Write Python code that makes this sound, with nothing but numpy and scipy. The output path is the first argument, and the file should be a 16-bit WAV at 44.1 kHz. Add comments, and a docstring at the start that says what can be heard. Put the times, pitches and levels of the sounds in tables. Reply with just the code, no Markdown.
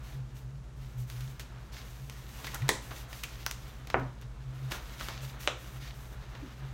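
"""A thin rubber glove is pulled onto a hand in a small, hard-walled room, over ventilation hum, moving
air and a low boom that swells and fades: tones, coloured noise and one wavering sine.
From the start sleeves swish and rubber rubs, hisses and soon crinkles: noise with stick-slip ticks and
short bursts. Later it judders (resonant noise), and the cuff snaps loud, lighter, loud, loud (dispersed
clicks), with two hollow puffs of air (sines). Last come two soft footfalls (low resonant noise)."""
import sys
import numpy as np
from scipy import signal
from scipy.fft import rfft, irfft, next_fast_len
from scipy.io import wavfile
from scipy.ndimage import uniform_filter1d, map_coordinates

SR = 44100
rng = np.random.default_rng(int(sys.argv[2]) if len(sys.argv) > 2 else 0)


def put_to_file(sound):
    """Save the sound as 16-bit audio at rate SR, in the file named by the first command-line argument."""
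    columns = np.atleast_2d(sound).T  # one column per channel
    safe = np.clip(columns, -1, 1)
    whole_steps = np.round(safe * 32767)
    wavfile.write(sys.argv[1], SR, whole_steps.astype(np.int16))


N = 296793

# spectra of loose rubber, taut rubber and dull cloth or scuffing: freq_hz, density_db (per Hz, relative)
RUBBER = [(400, -52), (1100, -6), (1900, 2), (2800, 1), (3800, 0.5), (5000, -3), (6300, -5.5),
          (8000, -16.5), (10500, -26.5), (16000, -59)]
TAUT = [(3000, -31), (6000, 0), (8000, -3.5), (10300, -5.5), (13000, -1.5), (15500, -5)]
DULL = [(150, -4.5), (250, -1), (650, 0), (1400, 1.5), (2200, -5.5), (4000, -10.5), (9000, -73)]


def amp(db):
    """Amplitude ratio of a level in dB."""
    return 10 ** (np.asarray(db) / 20)


def unit(x):
    """x at rms 1."""
    return x / np.sqrt(np.mean(x ** 2) + 1e-20)


def along(points, hz):
    """Interpolate (Hz, value) points on a log frequency axis."""
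    point_hz, value = np.transpose(points)
    return np.interp(np.log(hz + 1), np.log(point_hz + 1), value)


def wobble(rate_hz):
    """Smooth random curve through rate_hz normally distributed knots a second."""
    knots = rng.standard_normal(int(N * rate_hz / SR) + 4)
    return map_coordinates(knots, [np.arange(N) * rate_hz / SR])


def filtered(x, response):
    """x times a response of frequency, in the spectrum."""
    size = next_fast_len(N + SR // 2)
    return irfft(rfft(x, size) * response(np.fft.rfftfreq(size, 1 / SR)), size)[:N]


def coloured(x, spectrum):
    """x shaped by a spectrum, at rms 1."""
    return unit(filtered(x, lambda hz: amp(along(spectrum, hz))))


def pulse(spectrum, size=2048):
    """Minimum-phase pulse, the sharpest causal one with this spectrum, at energy 1."""
    hz = np.fft.rfftfreq(size, 1 / SR)
    cepstrum = irfft(np.log(amp(along(spectrum, hz))))
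    cepstrum[1:size // 2] *= 2
    cepstrum[size // 2 + 1:] = 0
    p = irfft(np.exp(rfft(cepstrum)))
    return p / np.linalg.norm(p)


def add(track, start_s, sound):
    """Mix a sound into the track, cut at the track's end."""
    part = track[round(start_s * SR):][:len(sound)]
    part += sound[:len(part)]


def room(x, wet_db, onset_s=0.00041):
    """x, a few early reflections and a diffuse tail whose bands decay at their own rates."""
    # wall decay: freq_hz, t60_s
    wall_decay = [(130, 0.53), (400, 0.28), (1000, 0.36), (2800, 0.3), (7500, 0.33), (14000, 0.27)]
    # starting level of the tail: freq_hz, gain_db
    wall_gain = [(150, 10.5), (600, 4.5), (2000, 1.5), (7500, 5.5), (12000, -0.5)]
    # reflections off the nearest surfaces: delay_s (nominal), level_db (relative to the tail)
    reflections = [(.0037, -20), (.0062, -8), (.0094, -19), (0.0147, -16)]
    hz, t, z = signal.stft(rng.standard_normal(SR * 2 // 3), SR, nperseg=256)
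    decay_db = 60 * t / along(wall_decay, hz)[:, None]
    level_db = along(wall_gain, hz)[:, None] - decay_db
    tail = signal.istft(z * amp(level_db), SR, nperseg=256)[1]
    tail *= 1 - np.exp(-(np.arange(len(tail)) / SR / onset_s) ** 2)
    tail /= np.linalg.norm(tail)
    for delay_s, db in reflections:
        jitter = 1 + 0.11 * rng.uniform(-1.1, 1)  # each sound gets slightly different reflection delays
        add(tail, delay_s * jitter, amp(db) * np.ones(2) / 2)  # slightly dulled by the surface
    response = amp(wet_db) * tail
    response[0] += 1
    return signal.fftconvolve(x, response)


def contact(fade_s, flutter, grain_db, size=4096):
    """A click plus grainy fading flutter, levelled to a nearly flat spectrum, at energy 1."""
    fade = np.exp(-np.arange(size) / SR / fade_s)
    burst = rng.standard_normal(size) * fade * amp(grain_db * rng.standard_normal(size))
    burst *= np.sqrt(flutter) / np.linalg.norm(burst)
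    burst[0] += np.sqrt(1 - flutter)
    for _ in range(4):  # level the spectrum while keeping the burst short
        flat = irfft(np.exp(1j * np.angle(rfft(burst))))
        burst = flat * fade ** 0.25
    return burst / np.linalg.norm(burst)


def resonate(x, hz, width_hz, size=4096):
    """x through one steep-sided (double-pole) resonance, at energy 1."""
    t = np.arange(size) / SR
    ring = t * np.exp(-1.5 * np.pi * width_hz * t) * np.sin(2 * np.pi * hz * t)
    y = signal.fftconvolve(x, ring)
    return y / np.linalg.norm(y)


def resonant_swells(rows, wet_db):
    """Each row is a short swell of noise sounding a resonance in the room."""
    out = np.zeros(N)
    for start_s, length_s, hz, width_hz, db in rows:
        count = int(length_s * SR)
        push = rng.standard_normal(count) * np.sin(np.pi * np.arange(count) / count)
        add(out, start_s, amp(db) * room(resonate(push, hz, width_hz), wet_db))
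    return out


def hum():
    """Steady tones of motors and mains."""
    # freq_hz, level_db (rms)
    tones = [(49.7, -53), (59.1, -49.5), (119.9, -55), (199.5, -70.5), (211.5, -70)]
    t = np.arange(N) / SR
    return sum(amp(db) * unit(np.sin(2 * np.pi * (hz * t + rng.random()))) for hz, db in tones)


def ventilation(level_db=-51.5):
    """Moving air: steady noise, mostly low."""
    # freq_hz, density_db (per Hz, relative)
    air_spectrum = [(20, -51), (30, -26), (42, 13), (70, -5.5), (125, 3), (180, -6), (270, -9.5),
                    (400, -13), (700, -18), (1400, -24), (3000, -37.5), (6500, -31.5), (10000, -39.5),
                    (16000, -56)]
    return amp(level_db) * coloured(rng.standard_normal(N), air_spectrum)


def boom(boom_hz=129, wander_hz=4, rest_db=-52.5, waver_db=1.5):
    """A low room resonance: a sine that swells, lingers between swells and wavers in pitch."""
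    # start_s, length_s, top_db (rms of the swell at its top)
    boom_swells = [(0.126, 0.13, -36.5), (0.24, 0.47, -44.5), (0.766, 0.12, -41), (0.926, 0.16, -35.5),
                   (1.063, 0.28, -38), (1.945, 0.16, -44), (2.602, 0.091, -31), (3.932, 0.18, -36.5),
                   (4.221, 0.054, -42), (4.38, 0.27, -40.5), (4.598, 0.13, -36.5), (5.186, 0.13, -40),
                   (5.7, 0.19, -43), (6.556, .2, -41.5)]
    t = np.arange(N) / SR
    swell = np.zeros(N)
    for start_s, length_s, db in boom_swells:
        swell += amp(db) * np.sin(np.pi * np.clip((t - start_s) / length_s, 0, 1))
    strength = np.hypot(swell, amp(rest_db + waver_db * wobble(9.6)))
    pitch_hz = boom_hz + wander_hz * wobble(14)
    return strength * unit(np.sin(2 * np.pi * np.cumsum(pitch_hz) / SR))


def footfalls():
    """Soft steps while walking off: low resonant noise swells."""
    # start_s, length_s, pitch_hz, width_hz, energy_db (dry)
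    steps = [(5.96, 0.35, 55, 25, -12.5), (6.415, 0.053, 277, 132, -17)]
    return resonant_swells(steps, wet_db=-8.5)


def puffs():
    """The hand drives air out of the glove with a soft, hollow note: a sine under an arch."""
    out = np.zeros(N)
    # start_s, peak_db, pitch_hz, length_s
    puff_rows = [(2.599, -30, 112.6, 0.043), (3.983, -38.5, 267, 0.09)]
    for start_s, db, hz, length_s in puff_rows:
        t = np.arange(int(length_s * SR)) / SR
        add(out, start_s, amp(db) * np.sin(np.pi * t / length_s) * np.sin(2 * np.pi * hz * t))
    return out


def judders():
    """Rubber judders over the skin and sounds a stretched patch: resonant noise swells."""
    # start_s, length_s, pitch_hz, width_hz, energy_db (dry)
    judder_rows = [(2.466, 0.023, 1910, 250, -14), (2.53, 0.041, 1420, 900, -11.5),
                   (2.616, 0.013, 2010, 400, -20), (3.231, 0.0156, 2570, 447, -12.5),
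                   (3.685, 0.034, 3600, 600, -31), (4.71, 0.052, 1500, 300, -14),
                   (5.002, 0.031, 1300, 500, -17.5), (5.084, 0.036, 1000, 300, -17.5)]
    return resonant_swells(judder_rows, wet_db=-8)


def slips(rate_hz, spread_db, share):
    """Tiny stick-slip ticks of unequal size, a share of the power, on smooth friction noise."""
    size = amp(spread_db * np.minimum(rng.standard_normal(N), 2))
    ticks = (rng.random(N) < rate_hz / SR) * rng.choice([-1, 1], N) * size
    return np.sqrt(share) * unit(ticks) + np.sqrt(1 - share) * rng.standard_normal(N)


def patchy(x, depth_db):
    """The colour of x shifts from moment to moment as the film changes shape."""
    z = signal.stft(x, nperseg=512)[2]
    field = uniform_filter1d(rng.standard_normal(z.shape), 7, 0)  # smooth over frequency
    field = uniform_filter1d(field, 9, 1)  # smooth over time
    return unit(signal.istft(z * amp(depth_db * unit(field)), nperseg=512)[1][:N])


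def pulls(attack_s=0.023, arch_db=2.5, fade_db_per_s=254):
    """Rub and hiss strengths: each pull takes hold, arches over its middle and dies away."""
    # start_s, length_s, rub_db, hiss_rel_db (taut rubber relative to the rub, before the hiss trim)
    pull_rows = [(0.012, .14, -62.5, -3.5), (0.334, 0.074, -64, -1.5), (0.75, 0.2, -65.5, -6),
                 (0.961, 0.055, -60.5, 0.5), (1.057, 0.26, -59.5, -2.5), (1.568, 0.16, -73, -5),
                 (1.715, .11, -52.5, -9.5), (1.82, 0.26, -62.5, -2.5), (2.102, .17, -59.5, -5),
                 (2.269, 0.2, -57, -2), (2.42, 0.16, -53, -5.5), (2.803, 0.21, -60, 0.5),
                 (2.943, .055, -54, -5.5), (3.074, 0.16, -55.5, -3), (3.274, .22, -55.5, -7.5),
                 (3.56, 0.22, -62.5, -4), (4.53, 0.41, -68.5, -2), (4.696, 0.067, -49, -4),
                 (4.816, 0.28, -58, -5), (4.978, .11, -48.5, -6.5), (5.08, 0.11, -51.5, -15),
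                 (5.202, 0.098, -55, -3), (5.387, 0.077, -52, -2), (5.568, 0.21, -62, 0),
                 (5.792, .11, -52, -11.5), (5.924, 0.21, -70.5, 6)]
    rub_power, hiss_power = np.zeros(N), np.zeros(N)
    t = np.arange(SR) / SR
    for start_s, length_s, db, taut_db in pull_rows:
        curve_db = -arch_db * (2 * np.minimum(t / length_s, 1) - 1) ** 2
        fade_db = -fade_db_per_s * np.maximum(t - length_s, 0)
        strength = np.minimum(t / attack_s, 1) * amp(db + curve_db + fade_db)
        add(rub_power, start_s, strength ** 2)
        add(hiss_power, start_s, (amp(taut_db) * strength) ** 2)
    return np.sqrt(rub_power), np.sqrt(hiss_power)


def sliding():
    """Cloth swishes; rubber creeps over skin in tiny slips and hisses when pulled taut."""
    # how briskly the arms move: time_s, move_db (before the swing is widened)
    arm_rows = [(0.0, -56.5), (0.19, -59), (0.62, -64.5), (1.37, -57.5), (2.13, -59.5), (2.42, -52),
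                (2.55, -55), (2.64, -48.5), (2.9, -54), (3.24, -55), (4.09, -58.5), (4.22, -62.5),
                (4.44, -59.5), (4.65, -55), (4.95, -52.5), (6.0, -56), (6.47, -53), (6.73, -54.5)]
    arm_s, move_db = np.transpose(arm_rows)
    arm_db = np.interp(np.arange(N) / SR, arm_s, move_db)
    swing = 1.06  # the swish swings wider than the movement
    arm = amp(arm_db.mean() + swing * (arm_db - arm_db.mean()))
    pull, taut = pulls()

    sleeve = amp(1.6 * wobble(21)) * coloured(slips(rate_hz=400, spread_db=1, share=0.13), DULL)
    grip_db = 1.2 * wobble(45)  # the grip catches and lets go
    friction = room(slips(rate_hz=500, spread_db=6, share=0.45), wet_db=0)[:N]
    folds = room(slips(rate_hz=20, spread_db=2, share=1), wet_db=-6)[:N]  # small folds tick at random
    rub = amp(grip_db) * patchy(coloured(friction, RUBBER), depth_db=0.5)
    rub += amp(-7.5) * coloured(folds, RUBBER)
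    hiss_trim_db = 3.5
    hiss = amp(hiss_trim_db + 0.93 * grip_db)
    hiss *= coloured(slips(rate_hz=3500, spread_db=9, share=0.14), TAUT)

    # arm movement and pulls drive each layer together; the sleeve is dragged along with each pull
    sleeve_strength = np.hypot(amp(-1.5) * arm, amp(-5.5) * pull)
    rub_strength = np.hypot(amp(-9.5) * arm, pull)
    hiss_strength = np.hypot(amp(-19.5) * arm, taut)
    return sleeve_strength * sleeve + rub_strength * rub + hiss_strength * hiss


def crinkles(trim_db=-3.5, scuff_db=-3, fizz_db=-7):
    """A fold lets go with a tick, and the film around it crumples for a moment."""
    # start_s, fade_s (nominal), level_db (before trim_db), bright_db (trades dull scuff for hiss)
    crinkle_rows = [(1.1002, 0.0015, -19.5, 4.5), (1.206, 0.0074, -22.5, 5), (1.3964, 0.02, -14.5, 3.5),
                    (2.0978, .001, -18, 2.5), (2.445, 0.0064, -14, -2.5), (2.4689, .006, -13.5, 0.5),
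                    (2.5448, .0058, -16, 13), (2.6198, .006, -23, 2), (2.682, 0.0045, -16.5, 4),
                    (2.909, 0.023, -23, -14.5), (3.1292, .0035, -17.5, -1.5), (3.2358, 0.0053, -10, 6),
                    (3.512, 0.0011, -11, 6.5), (3.8719, 0.0027, -20, 1), (3.901, 0.0041, -14, -4),
                    (3.997, .006, -29, 2), (4.214, .004, -32, 8), (4.221, .018, -26.5, -4.5),
                    (4.711, 0.019, -13.5, -5.5), (4.7192, 0.0042, -9, 0), (4.747, 0.029, -17, -7),
                    (5.0048, 0.0022, -20, -4), (5.0102, 0.0017, -17.5, -8.5), (5.0853, 0.0024, -12.5, -3),
                    (6.3504, 0.013, -24.5, -8.5)]
    out = np.zeros(N)
    scuff, rub, fizz = pulse(DULL), pulse(RUBBER), pulse(TAUT)
    for start_s, fade_s, db, bright_db in crinkle_rows:
        parts = [(scuff, scuff_db - bright_db), (rub, 0), (fizz, fizz_db + bright_db)]
        for colour, part_db in parts:
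            tick = signal.fftconvolve(contact(fade_s, flutter=0.926, grain_db=2.5), colour)
            add(out, start_s, amp(db + part_db + trim_db) * room(tick, wet_db=-5.5))
    return out


def dispersed(x, lag_s, knee_hz):
    """The film carries high notes fastest: the lows of a slap leave it lag_s later."""
    size = 2 * len(x)
    hz = np.fft.rfftfreq(size, 1 / SR)
    cycles = lag_s * knee_hz * (1 - np.exp(-hz / knee_hz))
    return irfft(rfft(x, size) * np.exp(-2j * np.pi * cycles))[:len(x)]


def snaps(wet_trim_db=-2.5):
    """The stretched cuff slaps the skin and flutters against it for a moment."""
    # start_s, level_db (dry), fade_s (nominal), flutter (0-1, nominal), wet_db (before wet_trim_db)
    snap_rows = [(2.691, 5, 0.0034, 0.74, -2.5), (3.4639, -3, 0.0015, 0.8, -5.5),
                 (3.9428, 5.5, 0.0005, 0.4, -1.5), (5.4752, 2.5, 0.00046, 0.3, -3.5)]
    # cuff spectra, by how it is stretched and where it lands: freq_hz, density_db (per Hz, relative)
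    tight = [(60, -12), (250, -10), (420, 0), (700, -7.5), (1020, -0.5), (1450, -13.5), (1900, 3.5),
             (2650, -13), (3800, -5.5), (4800, -14.5), (8000, -11.5), (9500, -16), (11500, -19),
             (15000, -22)]
    light = [(60, -39), (300, -18), (750, -2), (1450, 2), (2500, -4), (3400, -4.5), (4600, -6.5),
             (5800, -1.5), (7500, -16), (10300, -16.5), (15000, -8.5)]
    slack = [(60, -4), (200, -3.5), (420, 3.5), (600, 4), (970, 4), (1200, 0.5), (1450, 0.5), (2300, -6.5),
             (3000, -19), (3600, -33), (6000, -61), (12000, -69)]
    flat = [(60, -24), (220, -18), (400, -1.5), (600, 1.5), (900, -3.5), (1340, 2.5), (1950, -3.5),
            (2700, 2.5), (3800, -3), (4700, -19.5), (6000, -12.5), (8900, -21.5), (12000, -42),
            (15500, -34)]
    out = np.zeros(N)
    for row, colour in zip(snap_rows, [tight, light, slack, flat]):
        start_s, db, fade_s, flutter, wet_db = row
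        slap = signal.fftconvolve(contact(fade_s, flutter, grain_db=-0.5), pulse(colour))
        slap = dispersed(slap, lag_s=0.00126, knee_hz=2410)
        add(out, start_s, amp(db) * room(slap, wet_db + wet_trim_db))
    return out


def scene():
    """Sum of the background, the footfalls and the glove, as one channel."""
    background = hum() + ventilation() + boom()
    glove = puffs() + judders() + sliding() + crinkles() + snaps()
    return (background + footfalls() + glove)[None]


def record(dry):
    """The recorder rounds off the highest peaks and keeps nothing above its band limit."""
    ceiling, top_hz = 0.42, 15900  # ceiling as a share of full scale
    rounded = dry / (1 + (dry / ceiling) ** 4) ** (1 / 4)
    return np.array([filtered(x, lambda hz: hz < top_hz) for x in rounded])


dry = scene()
out = record(dry)
put_to_file(out)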